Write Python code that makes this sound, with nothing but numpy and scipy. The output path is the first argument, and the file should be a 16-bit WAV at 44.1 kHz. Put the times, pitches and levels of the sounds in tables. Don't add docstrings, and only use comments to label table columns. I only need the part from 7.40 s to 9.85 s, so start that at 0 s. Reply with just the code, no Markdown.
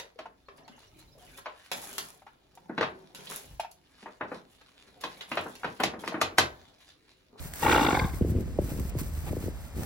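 import sys
import numpy as np
from scipy import signal
from scipy.fft import rfft, irfft
from scipy.io import wavfile
from scipy.ndimage import uniform_filter1d

SR = 44100
rng = np.random.default_rng(int(sys.argv[2]) if len(sys.argv) > 2 else 0)


def wav_out(sig):
    wavfile.write(sys.argv[1], SR, np.round(np.clip(np.atleast_2d(sig).T, -1, 1) * 32767).astype(np.int16))


N = 108045
T = np.arange(N) / SR
FREQS = np.fft.rfftfreq(N, 1 / SR) + 1e-3
FLICKER_DB, FLICKER_PER_S = 1.7, 35
TURF_SPREAD, TICK_SPREAD, HISS_SPREAD = .33, .25, .4

# freq_hz, gain_db
TURF_SPECTRUM = [(40, 7), (90, 10), (180, 9.5), (350, 4), (550, -4), (800, -23), (1300, -33), (3000, -31.5),
                 (8000, -84)]


def undb(db):
    return 10 ** (np.asarray(db) / 20)


def unit(x):
    return x / np.sqrt(np.mean(x ** 2))


def curve(rows):
    return np.interp(T, *np.array(rows).T)


def swells(rows):
    return sum(undb(db) * np.exp(-((T - centre_s) / half_s) ** 2) for centre_s, half_s, db in rows)


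def colour(x, points):
    hz, db = np.array(points).T
    gain = undb(np.interp(np.log(FREQS), np.log(hz), db))
    return unit(irfft(rfft(x) * gain, N))


def stereo(pair, spread):
    return (pair[0] + spread * pair[1] * np.array([[1], [-1]])) / np.hypot(1, spread)


def noise(spread):
    return stereo(rng.standard_normal((2, N)), spread)


def grains(per_s, spread):
    return stereo(rng.standard_normal((2, N)) * (rng.random((2, N)) < per_s / SR), spread)


def drift(per_s):
    hold = int(SR / per_s)
    steps = rng.standard_normal(N)[np.arange(N) // hold]
    return unit(uniform_filter1d(uniform_filter1d(steps, hold), hold))


def lag_left(x, lag_s=.000284, above_hz=1350):
    delay = np.exp(-2j * np.pi * lag_s * np.maximum(FREQS - above_hz, 0))
    return np.array([irfft(rfft(x[0]) * delay, N), x[1]])


def resonance(hz, width_hz):
    band = 1 / (1 + 1j * (FREQS / hz - hz / FREQS) * hz / (np.sqrt(2) * width_hz)) ** 2
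    return band / np.sqrt(np.mean(np.abs(band) ** 2))


def resonate(drive, modes):
    spectrum, power = 0, 0
    for hz, width_hz, db, pan_db in modes:
        gain = undb(db) * np.sqrt(width_hz)
        pan = undb(np.array([[pan_db], [-pan_db]]) / 2)
        spectrum = spectrum + rfft(drive(hz)) * resonance(hz, width_hz) * gain * pan
        power += gain ** 2
    return irfft(spectrum, N) / np.sqrt(power)


def open_air(hiss_db=-53, swell_db=1):
    # time_s, level_db
    rumble_levels = [(0, -38.5), (.07, -37.5), (.17, -53.5), (.26, -35), (.5, -37.5), (.8, -34.5),
                     (1.15, -35.5), (1.65, -36.5), (1.85, -34), (2.1, -38.5), (2.28, -40.5), (2.45, -37.5)]
    # freq_hz, gain_db
    rumble_spectrum = [(18, -62), (32, -18), (50, 2), (75, 1.5), (110, -9.5), (170, -14), (300, -26.5),
                       (700, -72), (3000, -69)]
    # freq_hz, gain_db
    hiss_spectrum = [(30, -4), (150, 5.5), (350, -2), (600, 2.5), (1000, -3), (2000, -7.5), (4000, -13.5),
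                     (8000, -15), (16000, -33)]
    rumble = colour(noise(spread=.45), rumble_spectrum) * undb(curve(rumble_levels))
    hiss = colour(noise(HISS_SPREAD), hiss_spectrum) * undb(hiss_db + swell_db * drift(per_s=3.25))
    return rumble + hiss


def scuffs(bumps_per_s=700):
    # time_s, level_db
    scuff_levels = [(0, -43), (.07, -81), (.13, -57), (.79, -48), (.83, -38.5), (1.01, -30.5),
                    (1.06, -39.5), (1.14, -42), (1.2, -37.5), (1.41, -37), (1.52, -53.5), (1.57, -41),
                    (1.68, -46), (1.78, -51), (1.85, -45.5), (1.92, -42), (2.08, -38), (2.16, -53.5),
                    (2.31, -64), (2.38, -33.5), (2.45, -40.5)]
    return colour(grains(bumps_per_s, TURF_SPREAD), TURF_SPECTRUM) * undb(curve(scuff_levels))


def grass(blades_per_s=3600, flick_decay_s=.003, around_db=-6.5):
    # time_s, level_db
    swish_levels = [(0, -48), (.13, -50), (.165, -40.5), (.35, -38.5), (.6, -50), (.76, -48), (.83, -62),
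                    (.91, -47.5), (.96, -59.5), (1.19, -61.5), (1.24, -44.5), (1.4, -49), (1.5, -49.5),
                    (1.52, -78), (1.565, -58), (1.595, -41.5), (1.71, -52), (1.76, -49), (1.83, -48.5),
                    (1.9, -49), (2.0, -53), (2.065, -46), (2.12, -59), (2.25, -52), (2.32, -62.5),
                    (2.37, -46.5), (2.45, -46.5)]
    # start_s, level_db
    flick_events = [(0.1364, -34.5), (0.783, -47.5), (1.0074, -45), (1.397, -39), (1.498, -46),
                    (1.587, -41.5), (1.921, -47), (2.433, -37)]
    # freq_hz, gain_db
    near_spectrum = [(500, 3), (1200, 2), (2000, 6), (3200, -1), (5000, 0), (8500, 6.5), (12000, 7.5),
                     (16000, 7)]
    around_spectrum = [(1500, 8), (3200, 1), (6800, 3.5), (9000, -40.5)]
    flicks = sum(undb(db) * (T >= start_s) * np.exp(-np.abs(T - start_s) / flick_decay_s)
                 for start_s, db in flick_events)
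    swish = undb(curve(swish_levels) + FLICKER_DB * drift(FLICKER_PER_S))
    around = colour(grains(blades_per_s, spread=1), around_spectrum) * undb(around_db)
    near = colour(grains(blades_per_s, TICK_SPREAD), near_spectrum)
    return (near + around) * (swish + flicks)


def thuds():
    # start_s, start_pitch_hz, level_db (the rows at 0.619 and 0.645 are low puffs of breath, the rest
    impacts = [(0.056, 286, -41), (0.619, 171, -22.5), (0.645, 260, -26.5), (0.736, 220, -30.5),
               (0.81, 588, -22.5), (0.819, 171, -20), (0.847, 637, -27), (0.884, 410, -32),
               (.898, 192, -25.5), (0.919, 272, -25), (.951, 473, -26.5), (0.962, 122, -21.5),
               (0.982, 650, -37), (1.006, 516, -33), (1.1872, 840, -19), (1.217, 554, -33),
               (1.232, 150, -32), (1.32, 623, -34.5), (1.388, 460, -33), (1.402, 291, -28.5),
               (1.452, 137, -31), (1.551, 656, -30.5), (1.566, 175, -28.5), (1.613, 400, -32.5),
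               (1.909, 158, -26), (1.929, 892, -30.5), (1.967, 710, -28), (2.039, 610, -34.5),
               (2.062, 127, -28.5), (2.080, 832, -32)]
    end_hz, glide_s, attack_s, thud_decay_s = 63.5, .00489, .0017, .011
    knock_ratio, knock_decay_s, knock_db, crumble_db = .699, .0051, -10, -10
    crumble = undb(crumble_db) * colour(noise(TURF_SPREAD), TURF_SPECTRUM)
    out = np.zeros((2, N))
    for (start_s, hz, db), side in zip(impacts, rng.standard_normal(len(impacts))):
        age_s = np.maximum(T - start_s, 0)
        onset = 2 * undb(db) * (1 - np.exp(-(age_s / attack_s) ** 2))
        phase = 2 * np.pi * (end_hz * age_s + (hz - end_hz) * glide_s * (1 - np.exp(-age_s / glide_s)))
        tone = stereo([np.sin(phase), side * np.cos(phase)], spread=.2)
        thud = (tone + crumble) * np.exp(-age_s / thud_decay_s)
        knock = np.sin(2 * np.pi * knock_ratio * hz * age_s) * np.exp(-age_s / knock_decay_s)
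        out += onset * (thud + undb(knock_db) * knock)
    return out


def turbulence(hz, wide_above_hz=700):
    return noise(spread=.55 * hz / np.hypot(hz, wide_above_hz))


def puffs(flaps_s, start_rate_hz, resonance_hz):
    half_s, jitter_s, scatter_db = .0043, .0024, 2.6
    leak, slap_db = .28, -12
    gate, slaps = np.zeros(N), np.zeros(N)
    for flap_s, (late, strong) in zip(flaps_s, rng.standard_normal((len(flaps_s), 2))):
        at_s = flap_s + jitter_s * late
        size = undb(scatter_db * strong)
        near = slice(int((at_s - 2 * half_s) * SR), int((at_s + 2 * half_s) * SR))
        gate[near] += size * np.exp(-((T[near] - at_s) / half_s) ** 2)
        slaps[int(at_s * SR)] = size * np.sqrt(SR / start_rate_hz)
    return (gate + leak) * turbulence(resonance_hz) + undb(slap_db) * slaps


def snort(half_narrow_s=.475, narrowing_s=.14, drops_per_s=5000, spray_db=-17.5):
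    # time_s, rate_hz
    flap_rates = [(.215, 61.2), (.37, 60.5), (.46, 53.2), (.55, 46), (.66, 37)]
    # time_s, level_db
    blow = [(.208, -32.5), (.23, -26), (.27, -23), (.32, -18), (.39, -21.5), (.46, -23.5), (.56, -22.5),
            (.6, -29.5), (.65, -34), (.68, -34), (.745, -54), (.79, -71)]
    # freq_hz, width_hz, gain_db, left_minus_right_db
    open_modes = [(140, 70, -2, -1), (310, 80, 3, 0), (450, 220, -3, -1), (850, 110, 2.7, 5),
                  (1120, 90, -3, -1), (1400, 190, -2, -2), (1890, 110, -5, 2), (2280, 240, -9, 4),
                  (2780, 130, -7, -2), (3500, 560, -15, 2)]
    # freq_hz, width_hz, gain_db, left_minus_right_db
    narrow_modes = [(130, 70, -1, 0), (290, 160, -4, -2), (480, 180, -8, -1), (810, 100, 0, 1),
                    (1030, 170, -5, 3), (1530, 170, -10, 0), (2130, 210, -14, 1), (3600, 400, -22, 4)]
    spray_spectrum = [(2000, 5.5), (4000, 2.5), (6500, 2.5), (8500, -1), (11000, -16), (16000, -19)]
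    start_s, start_rate_hz = flap_rates[0]
    end_s = flap_rates[-1][0]
    cycles = np.cumsum(curve(flap_rates) * (T > start_s)) / SR
    flap_count = int(cycles[int(end_s * SR)])
    flaps_s = T[np.searchsorted(cycles, np.arange(1, flap_count + 1))]
    force = undb(curve(blow)) * (T > blow[0][0]) * (T < blow[-1][0])
    narrow = np.clip(.5 + (T - half_narrow_s) / narrowing_s, 0, 1)
    nose = np.zeros((2, N))
    for modes, share in (open_modes, 1 - narrow), (narrow_modes, narrow):
        nose += resonate(lambda hz: puffs(flaps_s, start_rate_hz, hz) * force * np.sqrt(share), modes)
    spray = colour(grains(drops_per_s, TICK_SPREAD), spray_spectrum)
    spray *= force * undb(spray_db + FLICKER_DB * drift(FLICKER_PER_S))
    return nose + lag_left(spray)


def sputter():
    # centre_s, half_length_s, level_db
    wet_flaps = [(0.467, 0.0034, -23), (0.509, 0.0057, -34), (0.55, 0.0057, -28.5), (0.562, 0.0022, -32),
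                 (.596, 0.0051, -27), (0.646, 0.015, -42), (0.697, 0.0057, -43.5), (0.737, 0.012, -49.5)]
    # freq_hz, width_hz, gain_db, left_minus_right_db
    wet_modes = [(1550, 250, -7, 0), (2180, 200, 0, 1), (3500, 300, -12, 4), (4600, 400, -16, 2)]
    bursts = swells(wet_flaps)
    return resonate(lambda hz: turbulence(hz) * bursts, wet_modes)


def last_air(peak_s=.61, peak_db=-33, rise_s=.045, fade_s=.064):
    # freq_hz, width_hz, gain_db, left_minus_right_db
    still_modes = [(330, 200, -4, 0), (800, 140, -5, 1), (1080, 100, 0, 2), (1560, 130, -7, 0)]
    envelope = undb(peak_db) * np.exp(-np.maximum((peak_s - T) / rise_s, (T - peak_s) / fade_s))
    return resonate(lambda hz: turbulence(hz) * envelope, still_modes)


def rustles(ticks_per_s=1400):
    # centre_s, half_length_s, level_db
    rubs = [(1.307, 0.018, -45), (1.383, 0.0066, -46), (1.538, 0.051, -50.5), (1.596, 0.0058, -41.5),
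            (1.882, 0.022, -41.5), (2.028, 0.003, -45), (2.432, 0.083, -48.5)]
    # freq_hz, gain_db
    rub_spectrum = [(150, -16), (400, 12.5), (850, 10.5), (1600, -1), (2600, 1), (6000, -17)]
    return colour(grains(ticks_per_s, HISS_SPREAD), rub_spectrum) * swells(rubs)


def scene():
    horse = snort() + sputter() + last_air() + thuds() + scuffs()
    return horse + lag_left(rustles() + grass() + open_air())


def record(dry):
    cutoff_hz = 15900
    return signal.sosfilt(signal.ellip(10, .2, 80, cutoff_hz, fs=SR, output="sos"), dry)


dry = scene()
out = record(dry)
wav_out(out)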